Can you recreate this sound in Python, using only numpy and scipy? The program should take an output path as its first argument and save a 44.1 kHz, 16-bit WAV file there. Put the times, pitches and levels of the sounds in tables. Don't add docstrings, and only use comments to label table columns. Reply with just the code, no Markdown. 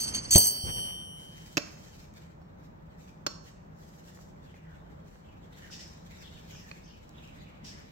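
import sys
import numpy as np
from scipy import signal
from scipy.fft import rfft, irfft, next_fast_len
from scipy.io import wavfile
from scipy.ndimage import uniform_filter1d, minimum_filter1d, map_coordinates

SR = 44100
rng = np.random.default_rng(int(sys.argv[2]) if len(sys.argv) > 2 else 0)


def dump(signal):
    limited = np.clip(np.atleast_2d(signal).T, -1, 1)
    pcm = np.round(limited * 32767).astype(np.int16)
    wavfile.write(sys.argv[1], SR, pcm)


N = 348831

# [f/Hz, level/dB]
SHOP_COLOUR = [(15, -41), (28, -17.5), (42, -5.5), (86, -3), (128, -8.5), (163, 0.5), (213, -7.5),
               (250, -12), (404, -16.5), (588, -13), (709, -18.5), (811, -16.5), (1720, -28), (2630, -38.5),
               (10900, -62.5), (15000, -52.5)]
# [f/Hz, correlation]
ALIKE = [(60, 0.849), (150, .88), (300, 0.64), (550, -0.63), (1500, -0.42), (4000, -0.33)]
# [f/Hz, t60/s]
WALLS = [(100, 0.39), (600, .9), (3000, 0.48), (6500, 0.66), (10500, .5), (14000, 0.17)]
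# [start t/s, length t/s, level/dB]
DRAGS = [(-.02, 0.72, -45.5), (.37, 0.36, -32), (.63, 0.45, -47.5), (7.1, 1.4, -57)]
# [f/Hz, level/dB]
DRAG_COLOUR = [(20, -28), (45, -5.5), (90, -4), (200, -6), (400, -15.5), (700, -16), (1500, -20.5),
               (3000, -23.5), (9000, -61)]
# [f/Hz, free level/dB, t60/s, held level/dB]
STEEL = [(1868, -49, 1.7, -29), (2992, -31, 1.9, -22), (3047, -25, 1.35, -21), (3134, -24, 1.8, -18),
         (4464, -24, .8, -11), (4541, -6, .61, -1), (5490, -21, .75, -11), (5717, -20, 1.05, -16),
         (5855, -36, 1.3, -20), (6212, -26, .66, -5), (6331, -12, .48, -1), (6420, -32, .3, -11),
         (8121, -8, .5, 1), (8227, -7, .5, 0), (8407, -21, .63, -13), (8512, -10, .72, -9),
         (8608, -18, .5, -9), (9000, -25, 1, -17), (9091, -22, 1.45, -19), (10430, -16, .57, -10),
         (10644, -11, .45, -8), (11277, -23, .66, -15), (11482, -21, .57, -15), (12780, -31, 1.4, -24),
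         (12949, -7, .5, -7), (13168, -17, .52, -16), (14370, -42, .45, -20), (14620, -28, .52, -21),
         (15561, -18, .49, -20)]
# [start t/s, length t/s, level/dB, brightness/(dB per octave)]
SLIDES = [(-.01, .13, -33.5, 1), (0.095, .11, -45, -5), (0.135, 0.079, -34.5, -8), (.19, 0.25, -46.5, -6),
          (0.307, .085, -21, 3.5), (0.346, .076, -14.5, 1.5), (0.382, 0.12, -14.5, -1)]
# [f/Hz, level/dB]
SCRAPE = [(100, -58), (700, -24.5), (2000, -9), (3700, -6.5), (6200, -7), (8300, -11.5), (9600, -11),
          (13000, -19.5), (15500, -32.5)]
# [t/s, level/dB, longest t60/s the grip allows, brightness/(dB per octave)]
CLINKS = [(.002, -34, .16, 5), (.147, -26, .11, -7.5), (0.3075, -22, .16, 3), (.334, -18.5, .15, 2),
          (0.3582, -5, .074, -0.5), (.366, -3, .1, -2), (.379, 0, .12, 2.5), (.441, -5.5, .16, -4.5),
          (.456, -8.5, .12, 3), (.469, -3, .18, 5.5)]
# [f/Hz, left lead/rad]
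STEREO_PHASE = [(3000, -2.4), (3140, -1.8), (4500, -4.7), (5500, -1.8), (5720, 0), (6250, .8), (8200, 2.1),
                (9090, 2.5), (10500, 3.4), (11400, 3.9), (12900, 4.75), (15500, 6.3)]
# [f/Hz, left minus right level/dB]
STEREO_TILT = [(3000, -1), (3130, 2), (4540, -4), (5500, -7), (5720, -11), (5860, -5), (6250, 0)]
# [f/Hz, level/dB]
SHARED_GAIN = [(8000, 0), (9300, -19.5), (10800, -17.5), (12200, 4)]
# [t/s, level/dB, pitch f/Hz, slap level/dB]
THUMPS = [(0.3558, -3.5, 94.9, -2), (.638, -15.5, 80.3, -10)]
# [f/Hz, level/dB]
SLAP = [(20, -42.5), (60, -10), (130, 5.5), (240, 1.5), (350, 0.5), (520, 0), (900, -11), (1400, -25.5),
        (3000, -47)]
# [start t/s, length t/s, rubber level/dB, glove hiss level/dB]
GRIP = [(0.887, 3.7, -75, -81), (4.406, 4.3, -70, -77)]
# [start t/s, length t/s, rubber level/dB, glove hiss level/dB]
STROKES = [(1.145, 0.61, -66.5, -62.5), (1.692, 0.41, -65.5, -63), (2.126, 0.16, -61, -64.5),
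           (2.58, 0.1, -65, -64), (2.97, 0.15, -65, -64), (3.417, 0.12, -60, -59),
           (3.742, 0.58, -76, -66.5), (4.422, 0.076, -73, -71), (5.031, 0.18, -77, -73),
           (5.512, 0.53, -64, -67), (6.017, 0.478, -62.5, -65), (6.444, 0.39, -64, -63.5),
           (6.765, 0.43, -73, -76), (7.153, 0.34, -73, -72), (7.616, 0.43, -66, -70.5)]
# [f/Hz, level/dB]
RUBBER = [(500, -0.5), (1100, -11.5), (1800, 3), (2800, -2.5), (4000, -6), (8000, -39)]
# [f/Hz, level/dB]
GLOVE = [(2000, -14), (3800, -2), (6200, 0), (8000, -2.5), (10000, -8), (13000, -9.5), (15500, -15)]
# [t/s, level/dB, struck spot f/Hz, spot level/dB, thud level/dB, rim ring level/dB,
# left lag/samples, f/Hz above which rubber muffles the crack]
KNOCKS = [(1.5706, -22.5, 5070, 7, -7, -35, 6.5, 14000), (1.572, -24.5, 2676, 8, -26.5, -36, 18.5, 14000),
          (1.5773, -21, 2640, 1.5, -4, -27.5, 13, 11800), (1.5788, -25.5, 2290, 4.5, -25, -34, 10, 12000),
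          (2.417, -53, 700, 0.5, -13, -27, 6.5, 3000), (3.265, -24, 1304, -3.5, -6, -33, -22.5, 12000),
          (3.2661, -30, 5433, 8.5, -19.5, -26, -21, 12000), (3.268, -26.5, 4380, 5, -7, -21, -18.5, 12000),
          (4.173, -51, 1900, 1, -8.5, -36, 4.5, 2410), (4.19, -49.5, 1234, -6.5, -13, -35, 3, 2408),
          (4.5421, -49, 2103, 0, -13, -39.5, 16.5, 3480), (5.157, -51, 1480, -3, -13, -35, 5, 2397),
          (5.701, -48.5, 1400, 4.5, -8.5, -38.5, -27, 2780),
          (6.548, -46.5, 1683, -6, -13.5, -36, -25.5, 5030),
          (6.714, -43.5, 2494, 11.5, -7.5, -32, -23.5, 4510), (6.714, -50.5, 4300, 11, -15, -25, -28, 5010),
          (6.739, -57, 2400, 7, -10, -35, -23, 3000)]
# [f/Hz, level/dB]
KNOCK_COLOUR = [(20, -45), (70, -38), (150, 0.5), (400, 1), (650, 1.5), (850, -5.5), (1150, 2.5),
                (1800, -1), (2100, -13.5), (2700, -7.5), (3600, -9), (5000, -4.5), (6500, -2), (8200, -20),
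                (12500, -13.5), (15000, -37)]
# [f/Hz, level/dB, t60/s]
THUD = [(165, -8, .04), (291, 0, .036), (435, -10, .03), (578, 0, .045), (720, -11, .03), (1160, -1, .025)]
# [f/Hz, level/dB, t60/s]
RIM = [(1240, -10, .11), (2660, -14, .4), (4113, -11, .36), (4385, -5, .33), (4420, 0, .38), (4452, -1, .6),
       (5308, -10, .35), (5420, -5, .4), (5459, 0, .55), (6282, -9, .35), (6578, -7, .58)]
# [t/s, level/dB]
SPECKS = [(2.1394, -51.5), (5.2894, -63.5), (5.8794, -49), (7.0928, -48), (7.2758, -52), (7.5537, -63)]
# [start t/s, length t/s, starting f/Hz, level/dB]
SKIDS = [(4.45, 0.12, 3060, -70.5), (4.54, 0.12, 2450, -66.5), (4.628, 0.16, 1846, -65.5),
         (5.243, 0.16, 2895, -69.5), (5.521, 0.043, 3706, -63.5), (5.56, 0.057, 3250, -63),
         (5.626, 0.056, 1870, -55), (6.174, 0.12, 5440, -62.5), (6.224, 0.081, 3540, -56.5),
         (6.321, 0.089, 3610, -58.5), (6.475, 0.16, 3230, -59.5), (6.497, 0.15, 6170, -60),
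         (6.751, .08, 2610, -63), (6.828, 0.117, 5490, -64), (6.857, 0.18, 3180, -64),
         (7.139, 0.23, 3375, -61.5), (7.381, .1, 3850, -65.5), (7.417, 0.16, 2710, -65)]
# [start t/s, length t/s, level/dB]
SWISHES = [(5.704, .074, -49), (5.787, 0.074, -50.5), (7.642, 0.074, -46.5)]
# [f/Hz, level/dB]
SWISH_COLOUR = [(600, -31), (1700, -24), (2700, -4.5), (4200, -7.5), (5300, 2.5), (6600, -8), (9000, -15),
                (13000, -29)]

SHOP_DB = -50.5
DRAG_ATTACK_S, DRAG_RELEASE_S = .03, .35
BRIGHTNESS_PIVOT_HZ = 6000
SLIDE_ATTACK_S, SLIDE_RELEASE_S = 0.0068, 0.08
SING_DB, GRIT_DB = -0.5, -13.5
CHOKED_T60 = .05
GRIP_DETUNE = 0.0047
CLINK_RISE_S, CRACK_DB, CRACK_T60 = .002, -14, .012
FREE_S, FREE_DB = .379, 2
CONTACT_S = .008
ROCK_DB, ROCK_PER_S = 1.8, 11
STROKE_ATTACK_S, STROKE_RELEASE_S = 0.069, 0.13
TICKS_PER_S, TICK_DB, TICK_SPREAD_DB, TICK_T60 = 5.6, -68, 4.5, .012
RIM_LOWEST_HZ = 113
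SPECK_T60 = .006
SAG_OCTAVES_PER_S = 2.1
CHIRPS_PER_S, CHIRP_S, CHIRP_SCATTER_OCTAVES, CHIRP_SPREAD_DB = 550, .008, .14, 3
WET_STEEL_DB, WET_THUMP_DB, WET_KNOCK_DB, WET_SKID_DB, WET_RUB_DB = -22.5, -2.5, -14.5, -1, -5.5
TOP_HZ = 15900


def amp(db):
    return 10 ** (np.asarray(db) / 20)


def unit(x):
    return x / np.sqrt(np.mean(x ** 2) + 1e-20)


def fade(t, t60):
    return np.exp(-np.log(1000) * t / t60)


def along(points, hz):
    f, v = np.transpose(points)
    return np.interp(np.log(hz + 1), np.log(f), v)


def clock(seconds):
    return np.arange(int(seconds * SR)) / SR


def add(track, s, x):
    start = max(0, round(s * SR))
    track[..., start:start + x.shape[-1]] += x[..., :N - start]


def wobble(rate):
    knots = rng.standard_normal(int(N * rate / SR) + 4)
    return map_coordinates(knots, [np.arange(N) * rate / SR])


def filtered(x, response):
    n = x.shape[-1]
    m = next_fast_len(n + 8192)
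    spectrum = rfft(x, m) * response(np.fft.rfftfreq(m, 1 / SR))
    return irfft(spectrum, m)[..., :n]


def noise(colour, size):
    return unit(filtered(rng.standard_normal(size), lambda hz: amp(along(colour, hz))))


def diffuse(colour):
    def mid_side_gains(hz):
        angle = np.arccos(np.clip(along(ALIKE, hz), -1, 1)) / 2
        return np.array([np.cos(angle), np.sin(angle)])
    mid, side = filtered(noise(colour, (2, N)), mid_side_gains)
    return unit(np.array([mid + side, mid - side]))


def gestures(rows, attack, release):
    now = np.arange(N) / SR
    ramp = lambda u: np.sin(np.pi / 2 * np.clip(u, 0, 1))
    return sum(amp(db) * ramp((now - s) / attack) * ramp((s + length - now) / release)
               for s, length, db in rows)


def swell(t, length):
    return np.sin(np.pi * (t / length) ** 0.58)


def ring(modes, t, longest, brightness_db=0, detune=0):
    hz, db, t60 = np.transpose(modes)[:, :, None]
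    strength, phase, pace, pull = rng.random((4,) + hz.shape)
    gain = amp(db + 4 * strength + brightness_db * np.log2(hz / BRIGHTNESS_PIVOT_HZ))
    rocking = amp(2.5 * np.sin(2 * np.pi * (3 + 7 * pace) * t))
    pulled_hz = hz * (1 + detune * (2 * pull - 1))
    waves = np.sin(2 * np.pi * (pulled_hz * t + phase)) * rocking * fade(t, np.minimum(t60, longest))
    return (gain * waves).sum(0) / np.sqrt(np.sum(gain ** 2) / 2)


def workshop():
    return amp(SHOP_DB + 0.79 * wobble(7.0)) * diffuse(SHOP_COLOUR)


def dragging():
    return gestures(DRAGS, DRAG_ATTACK_S, DRAG_RELEASE_S) * amp(3.5 * wobble(27)) * diffuse(DRAG_COLOUR)


def slides():
    out = np.zeros(N)
    held = np.array(STEEL)[:, [0, 3, 2]]
    friction = noise(SCRAPE, N) * amp(1.2 * wobble(400) + 2.7 * wobble(70))
    for s, length, db, brightness_db in SLIDES:
        push = friction * gestures([(s, length, db)], SLIDE_ATTACK_S, SLIDE_RELEASE_S)
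        choked = ring(held, clock(.1), CHOKED_T60, brightness_db, GRIP_DETUNE)
        singing = signal.oaconvolve(push, choked / np.linalg.norm(choked))[:N]
        out += amp(SING_DB) * singing + amp(GRIT_DB) * push
    return out


def clinks():
    out = np.zeros(N)
    held = np.array(STEEL)[:, [0, 3, 2]]
    for s, db, longest, brightness_db in CLINKS:
        t = clock(min(longest, 2))
        detune = GRIP_DETUNE * CHOKED_T60 / longest
        tone = ring(held, t, longest, brightness_db, detune) * (1 - fade(t, CLINK_RISE_S))
        crack = noise(SCRAPE, len(t)) * fade(t, CRACK_T60)
        add(out, s, amp(db) * (tone + amp(CRACK_DB) * crack))
    return out


def free_ring():
    out, t = np.zeros(N), clock(1.8)
    knots = np.arange(len(t)) * ROCK_PER_S / SR
    tone = np.zeros(len(t))
    for hz, db, t60, _ in STEEL:
        wave = np.sin(2 * np.pi * (hz * t + rng.random())) * fade(t, t60)
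        flutter = amp(ROCK_DB * map_coordinates(rng.standard_normal(int(knots[-1]) + 4), [knots]))
        tone += amp(db) * wave * flutter
    add(out, FREE_S, amp(FREE_DB) * tone * (1 - fade(t, CONTACT_S)))
    return out


def levers():
    def left_and_right(hz):
        half = np.exp(.5j * along(STEREO_PHASE, hz)) * amp(along(STEREO_TILT, hz) / 2)
        pair = np.array([half, 1 / half])
        return pair / np.sqrt(np.mean(np.abs(pair) ** 2, axis=0))
    return filtered(clinks() + slides() + free_ring(), left_and_right)


def room(x):
    hz, t, z = signal.stft(rng.standard_normal((2, SR)), SR, nperseg=256)
    tail = signal.istft(z * fade(t, along(WALLS, hz)[:, None]), SR, nperseg=256)[1]
    tail = tail * (1 - fade(np.arange(tail.shape[1]) / SR, 0.0087))
    return signal.fftconvolve(x, tail / np.linalg.norm(tail[0]), axes=1)[:, :N]


def widened(x):
    return x + filtered(x.mean(0), lambda hz: amp(along(SHARED_GAIN, hz)) - 1)


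def bench():
    out, t = np.zeros(N), clock(0.1)
    for s, db, hz, slap_db in THUMPS:
        swing = -(np.sin(2 * np.pi * hz * t) + 0.51 * np.sin(2 * np.pi * 1.7 * hz * t))
        swing = swing * fade(t, 0.05) * (1 - fade(t, 0.0079))
        slap = noise(SLAP, len(t)) * fade(t, 0.12) * (1 - fade(t, 0.093))
        add(out, s, amp(db) * (swing + amp(slap_db) * slap))
    return out


def ticks():
    out, t = np.zeros((2, N)), clock(0.091)
    for when, chance in rng.random((int(TICKS_PER_S * N / SR), 2)):
        gain = amp(TICK_DB - TICK_SPREAD_DB * np.log(chance + .05))
        add(out, when * N / SR, gain * noise(RUBBER, (2, len(t))) * fade(t, TICK_T60))
    return out


def patchy(x, depth_db):
    z = signal.stft(x, nperseg=512)[2]
    field = uniform_filter1d(rng.standard_normal(z.shape[1:]), size=4, axis=0)
    field = uniform_filter1d(field, size=8, axis=1)
    return unit(signal.istft(z * amp(depth_db * unit(field)), nperseg=512)[1][:, :N])


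def rubbing():
    moves = np.array(STROKES + GRIP)
    rubber = gestures(moves[:, [0, 1, 2]], STROKE_ATTACK_S, STROKE_RELEASE_S)
    glove = gestures(moves[:, [0, 1, 3]], STROKE_ATTACK_S, STROKE_RELEASE_S)
    grain = unit(amp(2.8 * wobble(45) + 1.5 * wobble(500)))
    squeak = patchy(diffuse(RUBBER), 4.5)
    hiss = patchy(diffuse(GLOVE), 2.5)
    return grain * (rubber * squeak + glove * hiss)


def rim():
    out, t = np.zeros((2, N)), clock(.6)
    thud = sum(amp(db) * np.sin(2 * np.pi * hz * t) * fade(t, t60) for hz, db, t60 in THUD)
    for s, db, hz, spot_db, thud_db, ring_db, lag, muffle_hz in KNOCKS:
        crack = filtered(noise(KNOCK_COLOUR, (3, len(t))), lambda f: 1 / (1 + (f / muffle_hz) ** 4))
        crack = crack * fade(t, 0.029)
        spot = amp(spot_db) * np.sin(2 * np.pi * hz * t) * fade(t, .018)
        knock = crack[2] + spot + amp(thud_db) * thud + amp(ring_db) * ring(RIM, t, longest=1)
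        add(out[0], s + lag / SR / 2, amp(db - 3.0) * (knock + .5 * crack[0]))
        add(out[1], s - lag / SR / 2, amp(db + 1.0) * (knock + .5 * crack[1]))
    return signal.sosfilt(signal.butter(2, RIM_LOWEST_HZ, 'highpass', fs=SR, output='sos'), out)


def grit():
    out, t = np.zeros((2, N)), clock(.02)
    for s, db in SPECKS:
        add(out, s, amp(db) * noise(GLOVE, (2, len(t))) * fade(t, SPECK_T60))
    return out


def slip(length, start_hz):
    t = clock(length)
    count = int(CHIRPS_PER_S * length)
    when, *phases = rng.random((count, 3)).T[:, :, None]
    pitch, size = rng.standard_normal((count, 2)).T[:, :, None]
    sinking_cycles = np.cumsum(start_hz * 2 ** (-SAG_OCTAVES_PER_S * t)) / SR
    cycles = sinking_cycles * 2 ** (CHIRP_SCATTER_OCTAVES * pitch)
    bursts = amp(CHIRP_SPREAD_DB * size) * np.exp(-((t - when * length) / CHIRP_S) ** 2)
    pair = [(bursts * np.sin(2 * np.pi * (cycles + phase))).sum(0) for phase in phases]
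    return swell(t, length) * unit(np.array(pair))


def skids():
    out = np.zeros((2, N))
    for s, length, hz, db in SKIDS:
        add(out, s, amp(db) * slip(length, hz))
    for s, length, db in SWISHES:
        t = clock(length)
        add(out, s, amp(db) * swell(t, length) * noise(SWISH_COLOUR, (2, len(t))))
    return out * unit(amp(1.5 * wobble(60) + 1.5 * wobble(350)))


def scene():
    steel, thump, knock, skid, rub = levers(), bench(), rim(), skids(), rubbing()
    sent = amp(WET_STEEL_DB) * steel + amp(WET_THUMP_DB) * thump + amp(WET_KNOCK_DB) * knock
    sent = sent + amp(WET_SKID_DB) * skid + amp(WET_RUB_DB) * rub
    contacts = thump + knock + skid + rub + dragging() + ticks() + grit()
    return steel + widened(contacts + room(sent) + workshop())


def gain_control(x, threshold_db, attack, hold, release_db):
    smooth = lambda v, s: signal.lfilter([1 / (s * SR)], [1, 1 / (s * SR) - 1], v)
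    level_db = 10 * np.log10(smooth(np.mean(x ** 2, axis=0), 0.039) + 1e-12)
    half = int(hold * SR / 2)
    wanted = minimum_filter1d(np.minimum(threshold_db - level_db, 0), 2 * half + 1, origin=half)
    climb = release_db * np.arange(N) / SR
    gain_db = np.minimum.accumulate(wanted - climb) + climb
    return x * amp(smooth(gain_db, attack))


def record(dry):
    held = gain_control(dry, threshold_db=-20.5, attack=0.0025, hold=0.1, release_db=89)
    held = held / (1 + (held / .85) ** 4) ** .25
    return filtered(held, lambda hz: hz < TOP_HZ)


dry = scene()
out = record(dry)
dump(out)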